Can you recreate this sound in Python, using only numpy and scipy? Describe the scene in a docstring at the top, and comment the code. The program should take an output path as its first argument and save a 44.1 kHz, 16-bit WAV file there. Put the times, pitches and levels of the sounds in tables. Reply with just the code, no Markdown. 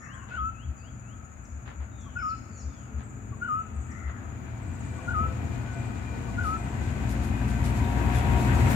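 """A hillside above a valley. From the start insects hold a shrill band, small birds chirp and a hoarse
one cries far off. One bird begins five low, looping whistles, each a near-pure gliding tone that echoes
off the slopes, while soft thuds come in pairs among brief rustles. From 2.5 s a distant horn sounds twice.
After 4 s a vehicle coming up the road clears a shoulder of the hill; near 6.7 s its throttle opens, and
its exhaust throb, gear whine and rush of air grow until they cover the rest."""
import sys
import numpy as np
from scipy import signal
from scipy.fft import rfft, irfft
from scipy.io import wavfile
from scipy.ndimage import uniform_filter1d

SR = 44100
rng = np.random.default_rng(int(sys.argv[2]) if len(sys.argv) > 2 else 0)


def file_out(sig):
    """Save sig as 16-bit WAV at sys.argv[1]."""
    # one column per channel
    cols = np.atleast_2d(sig).T
    # limit, then scale
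    lim = np.clip(cols, -1, 1)
    pcm = np.round(lim * 32767).astype(np.int16)
    wavfile.write(sys.argv[1], SR, pcm)


N = 385875
T = np.arange(N) / SR

# whistles (t/s of the downward step, level/dB, first-beat accent/dB, pitch ratio, time stretch)
WHISTLES = [(.378, -30, -5, 1.014, 1.01), (2.225, -30, 5, 1.003, 0.97), (3.486, -28, 4.5, .995, 1.03),
            (5.144, -28, 4.5, 1.0, 0.983), (6.447, -29.5, 5.5, 1.01, 1)]
# the vehicle's growth as it nears (t/s, relative level/dB)
APPROACH_LEVEL = [(1.2, -62.5), (2.8, -57), (4.0, -52.5), (5.2, -43.5), (6.1, -43), (6.8, -40.5),
                  (7.6, -37.5), (8.2, -32.5), (8.75, -28.5)]
# engine cycle rate (t/s, f/Hz)
CYCLE_RATE = [(0, 18.5), (4.2, 18.85), (5.3, 19.4), (6.4, 19.45), (6.9, 20.1), (7.4, 19.9), (8.05, 20.25),
              (8.75, 20.1)]
# line spectra of the engine (multiple of the cycle rate, relative level/dB)
EXHAUST_LINES = [(3, -0.5), (4, -2.5), (5, -10), (6, -3.5), (7, -11.5), (8, -19.5), (9, -17), (10, -11.5),
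                 (11, -10), (12, -13), (13, -16), (14, -14.5), (17, -20), (19, -22)]
GEAR_LINES = [(35.7, 1), (46.65, 2), (40.3, -8)]
HIGH_LINES = [(35.2, 1), (76.5, -0.5), (93, -26), (102, -11.5), (123, -3.5), (126, -7.5)]
# noise spectra of the vehicle, insects and valley (f/Hz, relative spectral level/dB)
RUMBLE_SPECTRUM = [(20, -51.5), (35, -31), (50, -10), (68, -0.5), (82, 3), (100, -1), (118, 3),
                   (165, -13.5), (210, -6), (260, -7.5), (380, -22.5), (600, -58.5)]
ROAR_SPECTRUM = [(200, -9), (340, 6), (470, 2), (580, -1.5), (690, 4.5), (770, 3), (880, 2.5), (1100, -1.5),
                 (1500, -30), (2500, -34)]
RUSH_SPECTRUM = [(700, -0.5), (1150, 1.5), (1450, 3.5), (1700, 3), (2000, 3), (2200, 1), (2450, 0),
                 (2800, -3), (3500, -9.5), (4500, -24.5), (7000, -43)]
HISS_SPECTRUM = [(2000, -27), (3800, 12), (5500, 7), (7600, 13), (9000, 1), (12000, -0.5), (15500, -18)]
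INSECT_SPECTRUM = [(3240, -55), (5500, -28), (5900, -45), (5980, -20), (6600, -0.5), (6880, 5), (7120, -1),
                   (7520, -13), (8090, -18), (8300, -30.5), (8620, -28), (9910, -20), (10600, -39.5),
                   (11000, -46), (14300, -60), (22000, -120)]
VALLEY_SPECTRUM = [(30, -13), (55, 20.5), (120, 20.5), (170, 2.5), (380, -4.5), (500, -1), (650, 2),
                   (1000, -4.5), (1350, 4), (2000, -7.5), (2500, -6.5), (3200, -23), (4200, -25),
                   (9000, -36.5), (16000, -30)]
# contour of a hoarse cry (t/s from its start, fundamental f/Hz, relative level/dB)
CRY_CONTOUR = [(0, 603, 0.5), (0.049, 662, -2.5), (.14, 664.3, -1), (0.218, 590, -5.5), (0.301, 530.4, -6),
               (0.421, 426, -21.5), (.46, 388, -19)]
# hoarse cries (t/s, level/dB)
CRIES = [(-.14, -46), (3.881, -50)]
# low coos (t/s, duration/s, f/Hz, level/dB)
COO_NOTES = [(4.87, 0.22, 511, -57.5), (5.18, 0.16, 511, -51.5), (6.077, 0.3, 470, -54.5),
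             (7.13, 0.12, 548, -51.5)]
# slurred calls deep in the trees (t/s, duration/s, start f/Hz, end f/Hz, level/dB)
TREE_SLURS = [(0, .1, 5370, 6140, -66.5), (.17, 0.075, 3020, 2640, -60), (.77, 0.067, 4840, 4630, -67),
              (1.91, 0.27, 3740, 2880, -65), (2.165, .06, 2610, 2140, -50.5), (2.18, .14, 5230, 5350, -56),
              (2.27, 0.054, 5400, 4020, -55.5), (2.49, .15, 4620, 4140, -67),
              (2.52, .11, 6910, 6630, -51.5), (2.55, 0.099, 6700, 4570, -58),
              (2.66, 0.31, 3650, 2390, -68.5), (7.84, 0.0166, 3830, 3360, -49),
              (8.15, .02, 3640, 3300, -45)]
# sharp downward zips (t/s, level/dB)
ZIP_CALLS = [(1.437, -57), (1.999, -55), (3.9, -54)]
# bursts of thin twittering (t/s, duration/s, level/dB)
TWITTER_BURSTS = [(0.133, .03, -60), (3.029, .09, -56), (3.364, .3, -66), (3.746, .13, -59),
                  (4.617, .44, -58.5), (5.728, .13, -58.5), (6.57, .13, -57)]
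# pairs of thuds (t/s of the first, gap/s, level/dB)
THUD_PAIRS = [(.424, 0.27, -33), (1.554, 0.26, -33.5), (2.665, .311, -33), (3.786, .294, -31),
              (4.905, 0.33, -35)]
# brief rustles (t/s, duration/s, f/Hz that scales the band edges, level/dB)
RUSTLE_BURSTS = [(0.278, 0.17, 1680, -48), (1.654, 0.13, 1610, -48.5), (1.798, 0.097, 1390, -51.5),
                 (2.978, 0.1, 1620, -52.5), (4.074, 0.067, 1300, -46), (6.427, 0.14, 9600, -53),
                 (7.091, 0.072, 11000, -49), (7.222, 0.089, 11000, -52), (7.478, .06, 9100, -50.5),
                 (7.64, 0.085, 9400, -46), (8.145, 0.077, 10500, -45.5), (8.698, 0.06, 12800, -40.5)]
# horn blasts (start t/s, end t/s, f/Hz, level/dB)
HORN_BLASTS = [(2.486, 2.728, 215.4, -52), (2.849, 3.998, 217.9, -52)]
# diffuse sound at the two microphones (f/Hz, correlation, left minus right level/dB)
STEREO_FIELD = [(60, 1, 8), (130, 0.92, 1.5), (293, 0.29, 4), (615, 0.47, 5), (1420, -0.45, 9),
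                (2560, -0.0049, 6.5), (4100, -0.083, -4.5), (7330, -0.049, 6.5), (14000, 0.021, 1)]

# a whistle opens with a high warble of two beats, and the voice thins at every crest
WARBLE_S, WARBLE_HZ, WARBLE_DEPTH_HZ, WARBLE_BEAT_S, WARBLE_DB, CREST_DB = .074, 1468, 45.5, .0285, -5.5, -9
ATTACK_S, ACCENT_S, STEP_S = .017, .016, .014
# then it drops to a hoot that swells, lifts in pitch and dies away
HOOT_S, HOOT_HZ, HOOT_LIFT_HZ, LIFT_AT_S, LIFT_S = .14, 1249.7, 72, .0761, .061
HOOT_PEAK_S, HOOT_WIDTH_S, RELEASE_S = .05, .085, .02
# a shoulder of the hill screens the vehicle's higher sounds until it is cleared
CLEARS_AT_S, CLEARING_S, SCREEN_RUSH_DB, SCREEN_HISS_DB, SCREEN_WHINE_DB = 4.33, 1, -1.5, -12.5, -21
# on the last stretch the throttle opens and the top of the hiss gets through
THROTTLE_AT_S, OPENING_S, THROTTLE_DB, BRIGHTENING_S, TOP_FAR_DB, TOP_NEAR_DB = 6.66, .56, 13, 1.4, -23, 8
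NEAR_DB = -29  # approach level that counts as near; a "growth" is the share of its rise a part follows
GEAR_SWELL_AT_S, GEAR_WIDTH_S, GEAR_SWELL_DB = 8.08, .58, 11.5
# a soft falling note leads in to every whistle
LEAD_AHEAD_S, LEAD_S, LEAD_FROM_HZ, LEAD_TO_HZ, LEAD_DB = .166, .036, 1145, 1057, -22.5
# a run of rising notes, weaker before and after its loudest
RUN_START_S, RUN_PERIOD_S, RUN_NOTE_S, RUN_FROM_HZ, RUN_TO_HZ = .04, .247, .125, 2560, 3350
RUN_DB, RUN_LOUDEST_S, RUN_FADE_DB_PER_S = -59, .31, 11.5
ZIP_S, ZIP_FROM_HZ, ZIP_TO_HZ = .024, 7740, 5830
TICK_PERIOD_S, TICK_S, TICK_HZ, TICK_SPREAD_HZ, TICK_FALL_HZ = .057, .031, 7880, 150, 402


def whistling_bird(waver=.0024):
    """Harmonic radiation: a nearly pure tone with a faint octave, brighter on the high warble."""
    voice, octave, wobble = np.zeros(N), np.zeros(N), walk(150)
    for at, db, accent_db, ratio, stretch in WHISTLES:
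        t = np.arange(-WARBLE_S * stretch, HOOT_S * stretch, 1 / SR)
        hz, envelope = whistle_contour(t / stretch, accent_db)
        phase = phase_of(ratio * hz * (1 + waver * wobble[int(at * SR):][:len(t)]))
        amplitude = np.sqrt(2) * undb(db) * envelope
        add(voice, at + t[0], amplitude * np.sin(phase))
        add(octave, at + t[0], amplitude * (hz / hz.mean()) ** 6 * np.sin(2 * phase))
    return hillside_paths(voice, octave)


def whistle_contour(t, accent_db):
    """Frequency and amplitude modulation: an accented warble, a drop at t = 0, a lifting hoot."""
    since, dropped = t + WARBLE_S, ease(t, 0, STEP_S)
    beat = -np.cos(2 * np.pi * np.maximum(since - ATTACK_S, 0) / WARBLE_BEAT_S)
    warble_hz = WARBLE_HZ + WARBLE_DEPTH_HZ * beat
    hoot_hz = HOOT_HZ + HOOT_LIFT_HZ * ease(t, LIFT_AT_S, LIFT_S)
    warble = undb(WARBLE_DB + accent_db * swell(since, ATTACK_S, ACCENT_S) + CREST_DB * np.maximum(beat, 0))
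    hoot = swell(t, HOOT_PEAK_S, HOOT_WIDTH_S)
    edges = np.clip(since / ATTACK_S, 0, 1) * np.clip((HOOT_S - t) / RELEASE_S, 0, 1)
    return warble_hz + dropped * (hoot_hz - warble_hz), edges * (warble + dropped * (hoot - warble))


def hillside_paths(voice, octave):
    """Multipath interference: reflections beat against the direct sound where the pitch moves fast."""
    direct = np.array([voice, delayed(voice, .00056)])
    ground = undb(-15.5) * np.array([delayed(voice, .016), delayed(voice, .0165)])
    bank = undb(-17) * np.array([delayed(voice, .061), delayed(voice, .038)])
    trees = undb(-21) * scatter(voice, t60=.99) + undb(-23) * scatter(voice, t60=3.2)
    far_slope = undb(-24) * scatter(delayed(voice, .69), t60=1)
    diffuse_octave = undb(-30) * scatter(octave, t60=.94)
    return pan(5.1) * (direct + ground + bank + diffuse_octave) + pan(3) * (trees + far_slope)


def vehicle(rumble_growth=.63, hiss_growth=.88, clatter=.17, reflection=.16, top_hz=11000):
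    """Attenuation by distance and screening: the rumble carries furthest, the top of the hiss comes last."""
    near_db = over_time(APPROACH_LEVEL) - NEAR_DB
    screened = 1 - ease(T, CLEARS_AT_S, CLEARING_S)
    motor, cycle_phase = engine(near_db, screened)
    firing = 1 + clatter * np.cos(4 * cycle_phase)  # four firings a cycle pulse the noise
    rumble = field(RUMBLE_SPECTRUM) * undb(-25 + rumble_growth * near_db + 1.57 * walk(15))
    roar = field(ROAR_SPECTRUM) * undb(-34.5 + near_db + .8 * walk(16))
    rush = field(RUSH_SPECTRUM) * undb(-37 + near_db + SCREEN_RUSH_DB * screened + .9 * walk(30))
    road = (roar + rush) * firing
    road += reflection * np.array([delayed(side, .0052) for side in road])  # comb filtering
    hiss_db = -50 + hiss_growth * near_db + SCREEN_HISS_DB * screened
    hiss = field(HISS_SPECTRUM) * undb(hiss_db + 1.2 * walk(45))
    low_hiss = irfft(rfft(hiss) / (1 + (np.fft.rfftfreq(N, 1 / SR) / top_hz) ** 10), N)
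    top_db = TOP_FAR_DB + (TOP_NEAR_DB - TOP_FAR_DB) * ease(T, THROTTLE_AT_S, BRIGHTENING_S)
    return motor + rumble + road + low_hiss + (hiss - low_hiss) * undb(top_db)


def engine(near_db, screened, throb_growth=.45, high_growth=.18, jitter=.00387, lump_db=1.6):
    """Periodic excitation: the exhaust throbs on harmonics of the engine cycle, with whines above."""
    hz = over_time(CYCLE_RATE)
    phase = phase_of(hz * (1 + jitter * walk(20)))
    harmonics = sum(undb(db + lump_db * walk(6.9)) * np.sin(k * phase + 2 * np.pi * rng.random())
                    for k, db in EXHAUST_LINES)
    throttled = 1 - ease(T, THROTTLE_AT_S, OPENING_S)
    throb = unit(harmonics) * undb(-24.3 + throb_growth * near_db - THROTTLE_DB * throttled)
    gear_db = -47 + near_db + GEAR_SWELL_DB * swell(T, GEAR_SWELL_AT_S, GEAR_WIDTH_S)
    gear = whine(GEAR_LINES, hz, jitter=.00399, fade_db=2.5) * undb(gear_db)
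    high_db = -50 + high_growth * near_db + SCREEN_WHINE_DB * screened
    high = whine(HIGH_LINES, hz, jitter=.009, fade_db=3.5) * undb(high_db)
    return pan(5) * throb + pan(6.3) * (gear + high), phase


def whine(lines, hz, jitter, fade_db):
    """Engine orders: lines on multiples of the cycle rate, each wavering and fading on its own."""
    return unit(sum(undb(db + fade_db * walk(16)) * np.sin(phase_of(k * hz * (1 + jitter * walk(60))))
                    for k, db in lines))


def hoarse_bird(rasp=.06):
    """Spectral broadening: fast pitch tremor smears harmonics 2 and 3 of a far, arching cry."""
    times, hz, db = np.transpose(CRY_CONTOUR)
    out = np.zeros(N)
    for at, cry_db in CRIES:
        phase = phase_of(np.interp(T - at, times, hz) * (1 + rasp * walk(400)))
        tone = undb(-1) * np.sin(2 * phase) + np.sin(3 * phase)
        out += tone * undb(cry_db + np.interp(T - at, times, db, left=-np.inf, right=-np.inf))
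    return pan(7) * scatter(out, t60=.69, delay=0) * undb(3)


def small_birds():
    """Direct-to-reverberant ratio: notes in the open arrive clear, foliage smears those in the trees."""
    notes, calls = open_notes(), tree_calls()
    clear = undb(.5) * notes + undb(-4) * scatter(notes, t60=.62)
    hidden = undb(-4) * calls + undb(-2) * scatter(calls, t60=.81)
    return pan(11) * clear + pan(2.7) * hidden


def open_notes(run_count=5, coo_rise=.024):
    """Tonal glides with slight tremor: the lead-in notes, the rising run and the low coos."""
    leads = [(at - LEAD_AHEAD_S, LEAD_S, LEAD_FROM_HZ, LEAD_TO_HZ, db + LEAD_DB)
             for at, db, *_ in WHISTLES]
    run = [(at, RUN_NOTE_S, RUN_FROM_HZ, RUN_TO_HZ, RUN_DB - RUN_FADE_DB_PER_S * abs(at - RUN_LOUDEST_S))
           for at in RUN_START_S + RUN_PERIOD_S * np.arange(run_count)]
    coos = [(at, length, hz * (1 - coo_rise / 2), hz * (1 + coo_rise / 2), db)
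            for at, length, hz, db in COO_NOTES]
    return glides(leads + run + coos, waver=.014, tremble_hz=313, bend=2)


def tree_calls():
    """Roughness from fast frequency modulation: slurs, zips, and twitters of short falling ticks."""
    zips = [(at, ZIP_S, ZIP_FROM_HZ, ZIP_TO_HZ, db) for at, db in ZIP_CALLS]
    beats = [(at, db) for start, length, db in TWITTER_BURSTS
             for at in np.arange(start, start + length, TICK_PERIOD_S)]
    pitches = TICK_HZ + TICK_SPREAD_HZ * rng.standard_normal(100)
    ticks = [(at, TICK_S, hz, hz - TICK_FALL_HZ, db) for (at, db), hz in zip(beats, pitches)]
    return (glides(TREE_SLURS, waver=.024, tremble_hz=900, bend=1.1)
            + glides(zips, waver=.052, tremble_hz=1500, bend=1.155)
            + glides(ticks, waver=.02, tremble_hz=900, bend=1.5))


def glides(notes, waver, tremble_hz, bend):
    """Swept sines: each eases between two pitches and swells midway; high ones tremble more."""
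    out, wobble = np.zeros(N), walk(tremble_hz)
    for at, length, first_hz, last_hz, db in notes:
        u = np.linspace(0, 1, int(length * SR))
        hz = first_hz + (last_hz - first_hz) * np.sin(np.pi * u / 2) ** (2 * bend)
        hz *= 1 + waver * (hz / 5000) * wobble[int(at * SR):][:len(u)]
        envelope = np.sqrt(np.abs(np.sin(np.pi * u)))
        add(out, at, np.sqrt(2) * undb(db) * envelope * np.sin(phase_of(hz)))
    return out


def thuds(hz=71.4, length=.135, second_db=1.5):
    """Tone bursts: a few low cycles in a smooth window sound dull; the second of a pair is stronger."""
    out, t = np.zeros(N), T[:int(length * SR)]
    for first, gap, pair_db in THUD_PAIRS:
        for at, db in ((first, pair_db), (first + gap, pair_db + second_db)):
            burst = np.hanning(len(t)) * np.sin(2 * np.pi * (hz * t + rng.random()))
            add(out, at - length / 2, np.sqrt(2) * undb(db) * burst)
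    return pan(4.7) * out


def rustles(grain_db=9.5, low_edge=.16, high_edge=1.24):
    """Band-limited impulsive noise: grainy brushes that start quickly and die away."""
    out, limit_hz = np.zeros((2, N)), SR / 2 - 1
    for at, length, hz, db in RUSTLE_BURSTS:
        u = np.linspace(0, 1, int(length * SR))
        band = signal.butter(3, [hz * low_edge, min(hz * high_edge, limit_hz)], "band", fs=SR, output="sos")
        skirt = signal.butter(4, [hz * low_edge / 2, min(2 * hz, limit_hz)], "band", fs=SR, output="sos")
        grain_sizes = undb(grain_db * rng.standard_normal(len(u)))
        for side in out:
            grains = rng.standard_normal(len(u)) * grain_sizes
            brush = signal.sosfilt(band, grains) + undb(-15) * signal.sosfilt(skirt, grains)
            add(side, at, undb(db) * unit(brush) * np.sin(np.pi * np.sqrt(u)))
    return pan(4) * out


def horn(octave_db=-11):
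    """Treble loss over distance: only the lowest two partials of a far horn carry, wavering in level."""
    out = np.zeros(N)
    for start, end, hz, db in HORN_BLASTS:
        t = T[:int((end - start) * SR)]
        tone = np.sin(2 * np.pi * hz * t) + undb(octave_db) * np.sin(2 * np.pi * 2 * hz * t)
        add(out, start, undb(db) * tone * signal.windows.tukey(len(t), .15))
    return pan(2) * out * undb(2.5 + 2.5 * walk(12))


def insects(db=-62.5, flicker_db=1.64):
    """Incoherent summation: many distant insects merge into one shrill band."""
    return field(INSECT_SPECTRUM) * undb(db + flicker_db * walk(40))


def valley(db=-48):
    """Ambient noise: the soft wash of far leaves and air over the low drone of the valley."""
    return field(VALLEY_SPECTRUM) * undb(db + .39 * walk(1))


def field(spectrum):
    """Diffuse-field coherence: coloured noise alike on both sides in the bass, unrelated in the treble."""
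    correlation, lean_db = over_frequency(STEREO_FIELD)
    mid, side = rfft(rng.standard_normal((2, N)))
    pair = mid * np.sqrt(1 + correlation) + np.array([[1], [-1]]) * side * np.sqrt(1 - correlation)
    x = irfft(pair * pan(lean_db) * undb(over_frequency(spectrum)[0]), N)
    return x / np.std(x.mean(0))


def scatter(x, t60, delay=.0019):
    """Reverberation: diffuse reflections from leaves and slopes, down 60 dB in t60 seconds."""
    t = T[:2 * SR]
    tail = rng.standard_normal((2, len(t))) * undb(-60 * t / t60) * (t > delay)
    tail /= np.sqrt(np.sum(tail ** 2, axis=1, keepdims=True))
    return signal.fftconvolve(x[None], tail, axes=1)[:, :N]


def delayed(x, seconds):
    """Propagation delay along a longer path."""
    return np.interp(T - seconds, T, x, left=0)


def pan(db):
    """Left and right gains for a level difference."""
    return undb(np.array([db, -db]).reshape(2, -1) / 2)


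def walk(rate):
    """Random modulation of rms 1: values held 1 / rate s and smoothed twice."""
    hold = int(SR / rate)
    steps = np.repeat(rng.standard_normal(N // hold + 1), hold)
    return unit(uniform_filter1d(uniform_filter1d(steps, hold), hold)[:N])


def ease(t, at, span):
    """A smooth step from 0 to 1, centred on at and about span seconds long."""
    return .5 + .5 * np.tanh(2 * (t - at) / span)


def swell(t, at, width):
    """A Gaussian bell of height 1."""
    return np.exp(-((t - at) / width) ** 2)


def over_time(table):
    """A timed table interpolated to every sample."""
    return np.interp(T, *np.transpose(table))


def over_frequency(table):
    """The columns of a spectrum table at every bin, interpolated in log frequency."""
    hz, *columns = np.transpose(table)
    f = np.maximum(np.fft.rfftfreq(N, 1 / SR), 1)
    return [np.interp(np.log(f), np.log(hz), column) for column in columns]


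def phase_of(hz):
    """Phase as the integral of frequency."""
    return 2 * np.pi * np.cumsum(hz) / SR


def undb(db):
    """Decibels to amplitude ratio."""
    return 10 ** (np.asarray(db) / 20)


def unit(x):
    """Normalisation to rms 1."""
    return x / np.sqrt(np.mean(x ** 2))


def add(out, start, x):
    """Superpose a sound at its start time."""
    i = max(int(start * SR), 0)
    out[i:i + len(x)] += x[:N - i]


def scene():
    """Superposition of all the sources on the hillside."""
    birds = whistling_bird() + hoarse_bird() + small_birds()
    return birds + insects() + thuds() + rustles() + horn() + vehicle() + valley()


def record(dry, cutoff_hz=15700):
    """Band limiting: the phone cuts the top with a steep low-pass."""
    return signal.sosfilt(signal.ellip(10, .1, 80, cutoff_hz, fs=SR, output="sos"), dry)


dry = scene()
out = record(dry)
file_out(out)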